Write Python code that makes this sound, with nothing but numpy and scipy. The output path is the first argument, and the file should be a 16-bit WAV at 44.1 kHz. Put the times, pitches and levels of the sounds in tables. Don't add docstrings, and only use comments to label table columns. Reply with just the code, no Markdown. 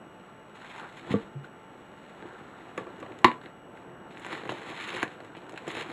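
import sys
import numpy as np
from scipy import signal
from scipy.fft import rfft, irfft, next_fast_len
from scipy.io import wavfile
from scipy.ndimage import map_coordinates

SR = 44100
rng = np.random.default_rng(int(sys.argv[2]) if len(sys.argv) > 2 else 0)


def to_linear_factor(level_db):
    exponent = np.asarray(level_db, float) / 20
    return 10 ** exponent


def waveform_to_disk(signal):
    frames = np.transpose(np.atleast_2d(signal))
    scaled = np.clip(frames, -1, 1) * 32767
    samples = np.round(scaled).astype(np.int16)
    wavfile.write(sys.argv[1], SR, samples)


N = 261072

# (frequency [Hz], level [dB per Hz])
FIZZ_SPECTRUM = [(2000, -84.5), (4000, -24.5), (5200, 5), (7300, 5.5), (10000, -2.5), (12000, -21),
                 (13500, -17.5), (15200, -16.5), (15600, -100)]


def unit(x):
    return x / np.sqrt(np.mean(x ** 2) + 1e-20)


def along(points, hz):
    f, v = np.transpose(points)
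    return np.interp(np.log(hz + 1), np.log(f + 1), v)


def curves(rows):
    s, *cols = np.transpose(rows)
    return np.array([np.interp(np.arange(N) / SR, s, c) for c in cols])


def wobble(rate_hz):
    knots = rng.standard_normal(int(N * rate_hz / SR) + 4)
    return map_coordinates(knots, [np.arange(N) * rate_hz / SR])


def filtered(x, response):
    m = next_fast_len(len(x) + 8192)
    return irfft(rfft(x, m) * response(np.fft.rfftfreq(m, 1 / SR)), m)[:len(x)]


def causal(gain_db):
    cepstrum = irfft(np.log(to_linear_factor(gain_db(np.fft.rfftfreq(4096, 1 / SR))) + 1e-6))
    cepstrum = cepstrum * np.r_[1, 2 * np.ones(2047), 1, np.zeros(2047)]
    h = irfft(np.exp(rfft(cepstrum)))[:2048]
    return h / np.linalg.norm(h)


def coloured(x, spectrum):
    return signal.fftconvolve(x, causal(lambda hz: along(spectrum, hz)))[:N]


def ring(modes, t):
    return sum(to_linear_factor(db - 60 * t / t60) * np.sin(2 * np.pi * hz * t) for hz, db, t60 in modes)


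def fan():
    # (frequency [Hz], level [dB per Hz])
    air_spectrum = [(15, -45), (25, -18), (70, -10.5), (177, 0.5), (382, -3.5), (520, -4), (827, -5),
                    (893, -20), (1040, -7.5), (1350, -9), (2500, -19.5), (2920, -22), (4750, -41),
                    (7750, -60), (11700, -39), (15200, -77), (22000, -120)]
    # (frequency [Hz], wander [Hz], level [dB rms])
    fan_lines = [(881, 6.55, -61.5), (1362, 8.57, -65.5), (2877, 0.92, -70)]
    noise = filtered(rng.standard_normal(N), lambda f: to_linear_factor(along(air_spectrum, f)) * (f < 11750))
    out = to_linear_factor(-52.0 + 0.65 * wobble(2.99)) * unit(noise)
    for hz, wander_hz, db in fan_lines:
        level = to_linear_factor(db) * to_linear_factor(2.5 + 1.55 * wobble(17))
        phase = 2 * np.pi * np.cumsum(hz + wander_hz * wobble(25)) / SR
        out = out + level * np.sin(phase)
    return out


def electronics():
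    # (frequency [Hz], level [dB rms])
    leak_lines = [(5695, -88.5), (5755, -93), (11449, -94), (14355.6, -98), (14385.6, -95)]
    field_hz, half_line_hz, first_field_s = 59.94, 7867.1, .0146
    t = np.arange(N) / SR
    fields = (t - first_field_s) * field_hz
    flip = np.clip(12 * np.sin(np.pi * fields / 2), -1, 1)
    whine = to_linear_factor(-72) * flip * np.sin(2 * np.pi * half_line_hz * t)
    pulse = np.diff(np.floor(fields), prepend=-1)
    # (Hz, width Hz, gain)
    bands = [(5640, 240, 0.26), (6420, 300, 1), (7060, 270, 0.25), (9660, 340, 0.35), (10900, 250, 0.25)]
    tick = filtered(pulse, lambda f: sum(g * np.exp(-((f - hz) / w) ** 2) for hz, w, g in bands))
    lines = sum(to_linear_factor(db + 5.5) * np.sin(2 * np.pi * hz * t) for hz, db in leak_lines)
    return whine + to_linear_factor(-85.5) * unit(tick) + lines


def effort():
    # (time [s], film crumpling [dB], cardboard pressure [dB])
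    slow_effort = [(0, -68, -53.5), (.45, -66.5, -64.5), (.74, -49.5, -55), (.83, -52.5, -48),
                   (.88, -56, -61), (1.04, -65, -66), (1.3, -71, -58.5), (2.1, -61, -58), (2.3, -58.5, -54),
                   (3.2, -61.5, -50), (3.6, -74.5, -59), (4.1, -81.5, -53), (4.37, -52.5, -45.5),
                   (5.01, -39.5, -50.5), (5.08, -60.5, -53), (5.65, -61.5, -48), (5.69, -51, -47.5),
                   (5.92, -49.5, -46)]
    # (peak time [s], rise [s], fall [s], film [dB], cardboard [dB])
    strokes = [(.206, 0.048, 0.016, -79, -53), (.97, 0.074, 0.11, -50.5, -63),
               (1.119, 0.13, 0.17, -44.5, -38), (1.448, 0.026, 0.04, -52.5, -50),
               (2.256, 0.12, 0.036, -86, -49), (2.87, 0.036, 0.13, -75, -45),
               (3.034, 0.026, 0.024, -56, -44.5), (3.114, 0.15, 0.024, -68.5, -47),
               (3.19, 0.022, .04, -56, -58), (3.34, 0.056, 0.076, -55, -51), (3.44, .04, 0.14, -55.5, -53),
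               (3.77, 0.098, 0.12, -60, -65), (3.83, 0.27, 0.45, -73, -49), (4.11, 0.014, 0.084, -54, -56),
               (4.325, 0.16, 0.15, -39.5, -44.5), (4.71, 0.18, 0.075, -69, -41),
               (4.8, 0.1, 0.37, -41.5, -64), (4.939, 0.032, 0.2, -56, -40.5),
               (5.824, 0.2, 0.021, -36.5, -43), (5.901, 0.05, 0.023, -46, -40.5)]
    # (time [s], fall [s], film [dB], cardboard [dB])
    jolts = [
        (2.779, 0.074, -49, -36),
        (4.493, 0.08, -36, -32.5),
        (5.03, 0.016, -51, -23),
        (5.576, 0.014, -36.5, -53),
        (5.679, 0.065, -42, -57),
    ]
    jolt_rise_s = .001
    depth_db = 20
    t = np.arange(N) / SR
    power = to_linear_factor(2 * curves(slow_effort))
    for s, rise_s, fall_s, *db in strokes + [(s, jolt_rise_s, *rest) for s, *rest in jolts]:
        away = np.where(t < s, (s - t) / max(rise_s, 1e-3), (t - s) / max(fall_s, 1e-3))
        power = power + to_linear_factor(2 * np.array(db))[:, None] * to_linear_factor(-2 * depth_db * away)
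    return 10 * np.log10(power)


def creases(per_s, spread_db, clump_db):
    hit = rng.random(N) < per_s / SR
    size = rng.standard_normal(N) * to_linear_factor(spread_db * np.minimum(rng.exponential(size=N), 3))
    return unit(hit * size * to_linear_factor(clump_db * wobble(45)))


def handling():
    # (frequency [Hz], level [dB per Hz])
    film_spectrum = [(500, -42), (1000, -5), (1700, -4.5), (2000, -1), (2900, -6.5), (4000, -9),
                     (4500, -18), (5800, -54), (9900, -120)]
    # (frequency [Hz], level [dB per Hz])
    scrape_spectrum = [(200, -92.5), (400, -37), (750, -5.5), (1000, -2), (1200, -4.5), (1480, -1),
                       (1800, -6.5), (2600, -47.5), (5000, -120)]
    # (frequency [Hz], level [dB per Hz])
    card_spectrum = [(53, -58.5), (90, -10), (230, -9.5), (270, -9), (344, -2), (580, -11), (662, -11),
                     (1000, -15.5), (1300, -42), (2200, -120)]
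    # (time [s], level [dB])
    brushing = [(0, -80), (.6, -57), (.84, -46), (.95, -63), (1.3, -66.5), (2.1, -62), (2.35, -52.5),
                (2.75, -58.5), (2.95, -65), (3.6, -80.5), (4.0, -56), (4.3, -69), (5.1, -60), (5.5, -56.5),
                (5.92, -74)]
    film_db, card_db = effort()
    bright_db = -14.5 - 0.049 * (film_db + 56)
    warm_db = -3.5 + 0.45 * (card_db - film_db)
    ticks = creases(2200, spread_db=-0.5, clump_db=2.5) + .5 * rng.standard_normal(N)
    scrape = 0.38 * ticks + creases(2000, spread_db=0.5, clump_db=2.0)
    drag = creases(1500, spread_db=2.0, clump_db=3.5) + 0.97 * rng.standard_normal(N)
    film = unit(coloured(ticks, film_spectrum)) + to_linear_factor(bright_db) * unit(coloured(ticks, FIZZ_SPECTRUM))
    rub_level = np.hypot(to_linear_factor(film_db + warm_db), to_linear_factor(curves(brushing)[0]))
    rub = rub_level * unit(coloured(scrape, scrape_spectrum))
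    card = to_linear_factor(card_db - 0.5) * unit(coloured(drag, card_spectrum))
    return to_linear_factor(film_db - 1.22) * film + rub + card


def snap_rows():
    # (time [s], peak [dB])
    aside = [
        (.6462, -28),
        (0.7036, -31),
        (0.7608, -28),
        (0.78, -25),
        (0.7973, -23.5),
        (.8436, -30.5),
        (0.971, -28),
    ]
    # (time [s], peak [dB], box knock [dB], fizz [dB])
    taps = [(2.2244, -30, -2, -29), (2.2524, -50, 19, -25), (2.6086, -36, -14, -31),
            (2.7768, -22, -22, -11.5), (2.7785, -24, -3, -27), (2.8687, -44, -3, -30.5),
            (3.001, -31, -14, -13.5), (3.027, -31, -2, -32), (3.0624, -28, 2, -34.5),
            (3.098, -43.5, 10, -26), (3.1212, -34.5, -15, -29), (3.1885, -31.5, -5, -13),
            (3.2168, -41, 12, -8), (3.281, -17.5, 4.5, -48), (3.315, -14.5, -9, -31),
            (3.4143, -28, -18, -28), (3.436, -29, -4, -31), (3.459, -26.5, -1, -31),
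            (3.7726, -36, -14, -23.5), (3.8187, -45, 13, -21)]
    # (time [s], peak [dB], box knock [dB], fizz [dB])
    pull = [(4.1086, -36, -9, -26), (4.172, -25, -25, -26), (4.1785, -38, -34, -9),
            (4.1964, -32.5, -10, -8.5), (4.2475, -22, -25, -18), (4.256, -30, -20, -15),
            (4.2644, -22, -14, -16), (4.2944, -44, -15, -25), (4.31, -38, -15, -24), (4.328, -15, -9, -23),
            (4.3504, -22, -20, -29), (4.4352, -26, 5, -28), (4.4539, -23.5, -1, -25),
            (4.4918, -13, -2.5, -40), (4.5205, -27.5, 7, -14), (4.584, -27.5, -11, -20),
            (4.6994, -37, 2, -7), (4.791, -27, -25, -30), (4.8764, -24, -5, -17), (4.9421, -23, -16, -29),
            (4.9657, -17, -11, -18), (5.021, -12, -21, -48), (5.029, -7, -21, -19.5),
            (5.0305, -20, -0.5, -33), (5.0788, -24, -13, -21)]
    # (time [s], peak [dB], box knock [dB], fizz [dB])
    turn = [(5.115, -46, -17, -35), (5.163, -41, -15, -25), (5.2033, -28, -0.5, -22),
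            (5.2474, -31, -1, -18), (5.3501, -29, -10, -36), (5.3675, -28, -1.5, -21),
            (5.418, -35.5, -18, -25), (5.466, -37, -12, -18), (5.4942, -28.5, -4, -12.5),
            (5.522, -33, -15, -13), (5.54, -33, -15, -19), (5.5592, -26.5, -18, -24),
            (5.576, -20.5, -20, -21), (5.6685, -28, -9, -15), (5.6765, -26, 14.5, -23.5),
            (5.68, -29, -7, -1.5), (5.714, -31, -24, -5), (5.7507, -20.5, -6, -16), (5.7687, -25, 5.5, -13),
            (5.782, -26, -6, -18), (5.7961, -24, -7, -14), (5.8207, -21, -19, -30), (5.8966, -38, -14, -10)]
    # (time [s], peak [dB], box knock [dB], fizz [dB])
    crackles = [(4.2338, -32, -20, -27), (4.3864, -30, -20, -29), (4.4757, -27, -20, -22),
                (4.5534, -35, -20, -22), (4.5745, -32, -20, -22), (4.6608, -41, -20, -22),
                (4.7074, -33, -20, -22), (4.7444, -31, -20, -22), (4.8014, -33, -20, -22),
                (4.8264, -31, -22, -22), (4.8394, -35.5, -20, -22), (4.9024, -33, -18, -22),
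                (4.9364, -26, -20, -20), (4.9911, -30, -20, -22), (5.0594, -37, -20, -20)]
    aside_knock_db, aside_fizz_db = -13, -21
    aside = [(s, db, aside_knock_db, aside_fizz_db) for s, db in aside]
    # (t60 s, usual cell Hz)
    groups = [(aside, (0.076, 1200)), (taps, (0.031, 1760)), (pull, (0.034, 1430)),
              (turn, (0.054, 2800)), (crackles, (0.031, 2300))]
    rows = np.array([(*row, *ringing) for table, ringing in groups for row in table])
    t60_spread, cell_spread = .25, .15
    scatter = np.exp(rng.standard_normal((len(rows), 2)) * [t60_spread, cell_spread])
    return np.c_[rows[:, :4], rows[:, 4:] * scatter]


def knocked(x):
    # (frequency [Hz], width [Hz], level [dB])
    wall_modes = [(144, 28, -3.5), (232, 38, -4.5), (337, 67, 6), (464, 540, -0.5), (787, 137, 1)]

    def response(f):
        walls = 0
        for k, (hz, w, db) in enumerate(wall_modes):
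            walls = walls + (-1) ** k * to_linear_factor(db) * 1j * f * w / (hz * hz - f * f + 1j * f * w)
        return walls / (1 + 1j * f / 1500) ** 2
    return filtered(x, response)


def snaps():
    # (frequency [Hz], level [dB per Hz])
    snap_spectrum = [(410, -29), (700, -3), (971, 5.5), (1410, -9.5), (1520, 2.5), (1990, 2), (3970, -8),
                     (4500, -13.5), (5850, -71.5), (9900, -120)]
    t = np.arange(SR // 8) / SR
    crack, fizz, knock = np.zeros((3, N + SR))
    for s, db, knock_db, fizz_db, t60, hz in snap_rows():
        decay = to_linear_factor(-60 * t / 0.0035) + 0.38 * to_linear_factor(-60 * t / max(t60, .005))
        burst = rng.standard_normal((2, len(t))) * decay
        burst[:, 0] = 2.8
        cell = signal.lfilter(*signal.iirpeak(hz, 2.5, SR), burst[0])
        at = slice(round(s * SR), round(s * SR) + len(t))
        crack[at] += to_linear_factor(db - 8.5) * (0.51 * burst[0] + 0.52 * cell)
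        fizz[at] += to_linear_factor(db + fizz_db - 7.5) * burst[0]
        knock[at] += to_linear_factor(db + knock_db + 8.5) * burst[1]
    return coloured(crack, snap_spectrum) + coloured(fizz, FIZZ_SPECTRUM) + knocked(knock[:N])


def pings():
    # (time [s], level [dB], frequency [Hz], t60 [s])
    plucks = [
        (0.8455, -35, 1485, 0.039),
        (1.444, -32.5, 1480, 0.025),
        (2.35, -41, 1380, 0.045),
    ]
    t = np.arange(SR // 5) / SR
    out = np.zeros(N + SR)
    for s, db, hz, t60 in plucks:
        modes = [(hz, db, t60), (0.54 * hz, db - 20, t60)]
        out[round(s * SR):][:len(t)] += ring(modes, t) * (1 - np.exp(-t / 0.0011))
    return out[:N]


def box():
    # (time [s], peak [dB], contact [s])
    bumps = [
        (1.1066, -13.5, 0.0038),
        (1.121, -18, 0.0046),
        (1.1405, -11.5, 0.00059),
        (1.145, -20, 0.00073),
        (1.1502, -15.5, 0.0017),
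        (1.1595, -17.5, 0.0021),
    ]
    # (frequency [Hz], level [dB], t60 [s])
    hollow_modes = [(140, -11, 0.055), (210, -0.5, 0.064), (274, 7, 0.038), (446, 6, 0.047),
                    (1164, -3.5, 0.054)]
    # (time [s], level [dB])
    slaps = [
        (3.2443, -2.5),
        (3.2454, 0),
        (3.2479, -5),
        (3.2504, -14),
        (3.28, -23),
        (3.291, -30),
    ]
    # (frequency [Hz], level [dB], t60 [s])
    flap_modes = [(133, -19, 0.17), (239.5, -6, 0.18), (347, 3, 0.0475), (704, -1.5, 0.035),
                  (806, 3.5, 0.018), (892, 4, 0.026), (1008, 4.5, 0.053), (1078, -23, 0.09),
                  (1420, -4.5, 0.027), (1920, 3, 0.022), (2060, -11, 0.087), (2300, 5, 0.015),
                  (3100, -30, 0.036), (4150, -2.5, 0.0074)]
    # (frequency [Hz], level [dB per Hz])
    crack_spectrum = [(30, -12.5), (100, -48), (600, -26), (1000, 2.5), (1400, -8.5), (1900, -7),
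                      (4200, -17.5), (5500, -28.5), (9000, -38), (13000, -49.5), (16000, -68)]
    # (time [s], level [dB], frequency [Hz], t60 [s])
    belly = (1.35, -27.5, 139, 0.26)
    # (time [s], level [dB])
    flicks = [
        (2.7764, -41),
        (2.7787, -26.5),
        (2.784, -37.5),
        (2.869, -38.5),
        (3.0278, -33),
        (5.678, -35.5),
    ]
    # (frequency [Hz], level [dB], t60 [s])
    edge_modes = [(325, -15, 0.076), (493, 1.5, 0.024), (1152, -1.5, 0.035), (1693, -10, 0.045),
                  (2350, -9.5, .02)]
    t = np.arange(SR // 2) / SR
    out, cracks = np.zeros((2, N + SR))
    for s, db, contact_s in bumps:
        push = np.hanning(round(contact_s * SR) + 3)
        bump = np.convolve(ring(hollow_modes, t), push / push.sum())[:len(t)]
        out[round(s * SR):][:len(t)] += to_linear_factor(db - 10.5) * bump
    for s, db in slaps:
        out[round(s * SR):][:len(t)] += to_linear_factor(db - 12.5) * ring(flap_modes, t) * (1 - np.exp(-t / 0.00088))
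        rattle = to_linear_factor(-60 * t / 0.012) + 0.11 * to_linear_factor(-60 * t / 0.1)
        cracks[round(s * SR):][:len(t)] += to_linear_factor(db - 5.5) * rattle * rng.standard_normal(len(t))
    s, db, hz, t60 = belly
    out[round(s * SR):][:len(t)] += ring([(hz, db, t60)], t) * (1 - np.exp(-t / 0.0076))
    for s, db in flicks:
        out[round(s * SR):][:len(t)] += to_linear_factor(db) * ring(edge_modes, t)
    return out[:N] + coloured(cracks, crack_spectrum)


def puffs():
    # (time [s], level [dB], length [s])
    pushes = [
        (3.2445, -29, .006),
        (1.225, -47, 0.0099),
    ]
    start_s, db, length_s = np.array(pushes).T
    u = (np.arange(N) / SR - start_s[:, None]) / length_s[:, None]
    u = np.clip(u, 0, 30)
    return to_linear_factor(db) @ (np.sin(np.pi * u) * u * np.exp(-u))


def room(x):
    # (frequency [Hz], t60 [s])
    room_t60 = [(150, 0.17), (1000, 0.23), (4000, 0.16), (12000, 0.12)]
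    hz, t, z = signal.stft(rng.standard_normal(SR // 2), SR, nperseg=256)
    tail = signal.istft(z * to_linear_factor(-60 * t / along(room_t60, hz)[:, None]), SR, nperseg=256)[1]
    return signal.fftconvolve(np.pad(x, (200, 0)), tail / np.linalg.norm(tail))[:N]


def scene():
    near = handling() + snaps() + pings() + box()
    near = signal.sosfilt(signal.butter(4, 105, "high", fs=SR, output="sos"), near)
    return (near + to_linear_factor(-12) * room(near) + fan() + puffs())[None]


def thinned(x):
    sparse_hz, sparse_db = 11800, -109.5
    hz, _, z = signal.stft(x, SR, nperseg=1024)
    power = np.abs(z[:512].reshape(128, 4, -1)) ** 2
    patch = np.repeat(np.mean(power, axis=1), 4, axis=0)
    keep = (patch > to_linear_factor(2 * sparse_db)) | (hz[:512, None] < sparse_hz)
    z = z * np.r_[keep, np.zeros((1, z.shape[1]))]
    return signal.istft(z, SR, nperseg=1024)[1][:N]


def top_cut(x):
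    return signal.sosfilt(signal.butter(12, 15810, fs=SR, output="sos"), x)


def record(dry):
    # (frequency [Hz], width [Hz], depth [dB])
    notches = [(4790, 230, -13), (5800, 470, -24), (8490, 420, -28.5), (11900, 220, -22)]
    housing = causal(lambda f: sum(db / (1 + (2 * (f - hz) / w) ** 2) for hz, w, db in notches))
    x = to_linear_factor(-0.65) * signal.fftconvolve(dry[0], housing)[:N] + electronics()
    x = x / (1 + np.abs(x) ** 8) ** (1 / 8)
    return top_cut(thinned(x)[None])


dry = scene()
out = record(dry)
waveform_to_disk(out)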